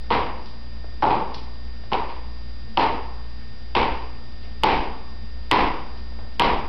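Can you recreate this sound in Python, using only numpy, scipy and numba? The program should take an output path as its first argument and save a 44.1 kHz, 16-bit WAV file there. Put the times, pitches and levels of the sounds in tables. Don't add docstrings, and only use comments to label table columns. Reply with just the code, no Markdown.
import sys
import numpy as np
from scipy import signal
from scipy.fft import rfft, irfft
from scipy.io import wavfile
from scipy.ndimage import uniform_filter1d
from numba import njit

SR = 44100
rng = np.random.default_rng(int(sys.argv[2]) if len(sys.argv) > 2 else 0)


def gain_from_db(level_db):
    decades = np.asarray(level_db, float) / 20
    return 10 ** decades


def master_out(mix):
    frames = np.transpose(np.atleast_2d(mix))
    ceiling = np.clip(frames, -1, 1)
    pcm = np.round(ceiling * 32767).astype(np.int16)
    wavfile.write(sys.argv[1], SR, pcm)


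N = 294588


def ring(x, hz, width_hz):
    return signal.lfilter(*signal.iirpeak(hz, hz / width_hz, fs=SR), x)


def ring_twice(x, hz, width_hz):
    return ring(ring(x, hz, width_hz), hz, width_hz)


def unit(x):
    return x / np.max(np.abs(x))


def add(out, start_s, x):
    i = int(start_s * SR)
    out[i:i + len(x)] += x[:N - i]


def waver(size):
    x = uniform_filter1d(rng.standard_normal(N), size=size)
    x = uniform_filter1d(x, size=size)
    return x / np.std(x)


def fridge_hum():
    hum_hz, beat_hz, first_dip_s = 59.08, 1.325, .49
    hum_db, second_db, waver_db = -37, -45, .6
    phase = 2 * np.pi * (np.arange(N) / SR - first_dip_s)
    first = gain_from_db(hum_db) * np.sin(hum_hz * phase)
    second = gain_from_db(second_db) * np.sin((hum_hz - beat_hz) * phase)
    return np.sqrt(2) * (first - second) * gain_from_db(waver_db * waver(size=3000))


def camera_whine():
    pitches_hz = [117, 223, 1823, 3646, 4829.3]
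    levels_db = [-54, -53.5, -59, -64.5, -54]
    flutters_db = [5, 3, .6, 1.5, .3]
    t = np.arange(N) / SR
    whine = np.zeros(N)
    for hz, level_db, flutter_db in zip(pitches_hz, levels_db, flutters_db):
        level = gain_from_db(level_db + flutter_db * waver(size=1500))
        whine += level * np.sin(2 * np.pi * (hz * t + rng.random()))
    return np.sqrt(2) * whine


def camera_hiss():
    # pitch_hz, level_db (per Hz)
    colour_points = [(30, -8.5), (75, -16), (160, -24.5), (230, -22.5), (360, -28.5), (800, -33),
                     (1700, -39), (5400, -40.5)]
    hz, level_db = np.transpose(colour_points)
    f = np.maximum(np.arange(N // 2 + 1) * SR / N, 1)
    colour = gain_from_db(np.interp(np.log(f), np.log(hz), level_db))
    hiss = irfft(rfft(rng.standard_normal(N)) * colour, N)
    return gain_from_db(-40.5) * hiss / np.std(hiss)


def kitchen():
    return fridge_hum() + camera_whine() + camera_hiss()


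def sway_joists(out, start_s, weight_db):
    # pitch_hz, level_db, t60_s
    joist_modes = [(16, -39, 1.), (24, -39, .8), (33, -40, .9), (50, -40, .8), (66, -38, .6)]
    t = np.arange(SR) / SR
    load = 1 - np.exp(-(t / 0.092) ** 2)
    for hz, level_db, t60_s in joist_modes:
        sway = np.sin(2 * np.pi * (hz * t + rng.random()))
        add(out, start_s, gain_from_db(weight_db + level_db + 7.5) * load * gain_from_db(-60 * t / t60_s) * sway)


def scuff(out, peak_s, level_db, hz, length_s):
    t = np.arange(SR // 2) / SR
    puff = np.exp(-(t / length_s - 1) ** 2 * 3)
    echo = 0.52 * gain_from_db(-60 * t / .5) * (t > length_s)
    grit = (puff + echo) * rng.standard_normal(len(t))
    add(out, peak_s - length_s, gain_from_db(level_db + 9) * ring_twice(grit, hz, 1.3 * hz))


def echoes(t, gap_s=0.0035, dense_s=0.04, uneven_db=1.0):
    share = np.clip(.14 + (t / dense_s) ** 2 * .1, 0, 1)
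    drift = uniform_filter1d(rng.standard_normal(len(t)), size=200) * np.sqrt(200)
    size = rng.standard_normal(len(t)) * gain_from_db(uneven_db * drift)
    present = rng.random(len(t)) < share
    return size * present / np.sqrt(share) * np.clip(t / gap_s, 0, 1)


def room_tail(t, knock_hz, board_db, clatter_db):
    # pitch_hz, width_hz, level_db, t60_s (of the room)
    boards = [(105, 91, -2, 0.26), (252.5, 404, -1.5, 0.8), (366, 283, 1, 0.63), (482, 208, 0.5, 0.71)]
    # pitch_hz, width_hz, level_db, t60_s (of the room)
    clatter = [(1470, 960, -12.5, 0.67), (2173, 1230, -6.5, 0.6), (2930, 1330, -11, 0.61),
               (3870, 1200, -13, 0.4), (4810, 1300, -22, 0.58)]
    # pitch_hz, width_hz, level_db, t60_s (of the room)
    sole = [(777, 265, -5.5, 0.69), (1060, 320, -12, 0.89)]
    knock_t60_s = 0.6
    spot_share = .035
    layers = [(knock_hz, 324, 0, knock_t60_s)]
    layers += [(knock_hz, 70, 1, knock_t60_s)]
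    layers += sole
    layers += [(hz, width_hz, db + board_db, t60_s) for hz, width_hz, db, t60_s in boards]
    for hz, width_hz, db, t60_s in clatter:
        spot_hz = hz * (1 + spot_share * rng.standard_normal())
        layers.append((spot_hz, width_hz, db + clatter_db, t60_s))
    room = echoes(t)
    signs = np.sign(rng.standard_normal(len(t)))
    tail = np.zeros(len(t))
    for k, (hz, width_hz, db, t60_s) in enumerate(layers):
        fading = room * np.roll(signs, k) * gain_from_db(-60 * t / t60_s)
        tail += gain_from_db(db) * ring_twice(fading, hz, 0.84 * width_hz)
    return tail


def strike(out, start_s, tap_db, knock_db, knock_hz, board_db, clatter_db):
    # pitch_hz, width_hz, level_db
    plate_modes = [(2950, 1000, 0), (4100, 900, -14)]
    t = np.arange(SR * 5 // 8) / SR
    blow = 1. * (t == 0)
    tap = sum(gain_from_db(db) * ring_twice(blow, hz, width_hz) / np.max(np.abs(ring_twice(blow, hz, width_hz)))
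              for hz, width_hz, db in plate_modes)
    knock = unit(ring(ring(blow, knock_hz, 130), knock_hz, 900))
    tail = room_tail(t, knock_hz, board_db, clatter_db)
    add(out, start_s, gain_from_db(knock_db + 22) * tail)
    add(out, start_s - .0008, -gain_from_db(knock_db + 5) * knock)
    add(out, start_s, -gain_from_db(tap_db) * unit(tap))
    swell = (np.arange(220) / 220) ** 1.5
    lead = ring_twice(swell * rng.standard_normal(220), 1100, 1800)
    add(out, start_s - 220 / SR, gain_from_db(knock_db + 4.0) * lead)


def walker():
    # start_s, tap_db, knock_db, knock_hz, clatter_db
    touches = [(.030, -57, -63, 800, -4), (.119, -18, -32, 990, 2), (0.156, -42, -28, 950, -27),
               (1.100, -44, -25.5, 900, -11), (1.123, -50, -29.5, 900, -19), (1.426, -57, -57, 900, -4),
               (1.933, -13, -34.5, 1000, -6), (2.090, -38, -59.5, 900, 11.5), (2.799, -12, -31.5, 880, 2.5),
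               (3.925, -31, -51, 900, 4.5), (4.429, -67, -57, 698, 0.5), (4.680, -59, -32.5, 815, 3.5),
               (5.552, -23, -22.5, 1000, -6.5), (6.421, -7.5, -31, 950, 4), (6.466, -28, -25.5, 900, -36)]
    # peak_s, level_db, pitch_hz,
    # length_s
    scuffs = [(0.303, -35, 327, .012), (0.843, -35.5, 480, 0.0068), (1.838, -39, 650, .008),
              (.459, -44, 4020, 0.0019), (1.345, -36, 4300, 0.0062), (1.379, -47, 3000, 0.018),
              (3.411, -53.5, 1870, 0.064), (4.431, -54, 3480, 0.019), (5.975, -50, 3450, 0.0043),
              (6.122, -39, 600, 0.0031), (6.189, -34, 600, 0.0057), (6.215, -38.5, 520, 0.004),
              (6.246, -39, 438, 0.0075)]
    # start_s, tap_db, knock_db, knock_hz, clatter_db
    steps = [
        (0.1052, -19, -19.5, 951, -13.5),
        (1.0253, -40, -15.5, 885, -18.5),
        (1.9192, -26, -23, 939, -12.5),
        (2.7736, -8, -16.5, 911, -14.5),
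        (3.7519, -10.5, -17.5, 915, -6.5),
        (4.6355, -5.5, -14.5, 893, -9),
        (5.5137, -3, -14, 969, -7.5),
        (6.3967, -4, -17.5, 945, -8),
    ]
    # start_s, weight_db
    weight = [(0, 0.5), (1.9, 4), (2.8, 0), (3.7, 10), (6.4, 12.5)]
    out = np.zeros(N)
    for start_s, tap_db, knock_db, knock_hz, clatter_db in touches:
        board_db = -15 - 0.27 * knock_db
        strike(out, start_s, tap_db, knock_db, knock_hz, board_db, clatter_db)
    for row in scuffs:
        scuff(out, *row)
    for start_s, tap_db, knock_db, knock_hz, clatter_db in steps:
        weight_db = np.interp(start_s, *np.transpose(weight))
        board_db = -9.5 + 0.14 * weight_db
        strike(out, start_s, tap_db, knock_db, knock_hz, board_db, clatter_db)
        sway_joists(out, start_s, weight_db)
    return out


def scene():
    return (kitchen() + walker())[None]


@njit
def limit(x, top, ratio, attack, release):
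    y, level = np.empty(len(x)), 0.
    for i in range(len(x)):
        y[i] = x[i] * min(1., (top / (level + 1e-9)) ** (1 - 1 / ratio))
        level += (abs(x[i]) - level) * (attack if abs(x[i]) > level else release)
    return y


def low_pass(x):
    return signal.sosfilt(signal.butter(12, 16500, fs=SR, output="sos"), x)


def record(dry):
    offset, ceiling = -.0485, .705
    top_hz, edge_hz = SR / 8, 6240
    x = limit(dry[0] + offset, 0.2, 5., .016, 0.0016) - offset
    x = signal.sosfilt(signal.ellip(6, .3, 50, top_hz, fs=SR, output="sos"), x)
    x = x * (np.arange(N) % 4 == 0) * 4
    x = np.convolve(x, signal.firwin(121, top_hz, window=("kaiser", 8), fs=SR), mode="same")
    x = signal.sosfiltfilt(signal.ellip(8, .3, 50, edge_hz, fs=SR, output="sos"), x) + offset
    x = np.clip(x, -ceiling, ceiling)
    x = signal.sosfiltfilt(signal.butter(4, 14500, fs=SR, output="sos"), x)
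    return low_pass(x[None])


dry = scene()
out = record(dry)
master_out(out)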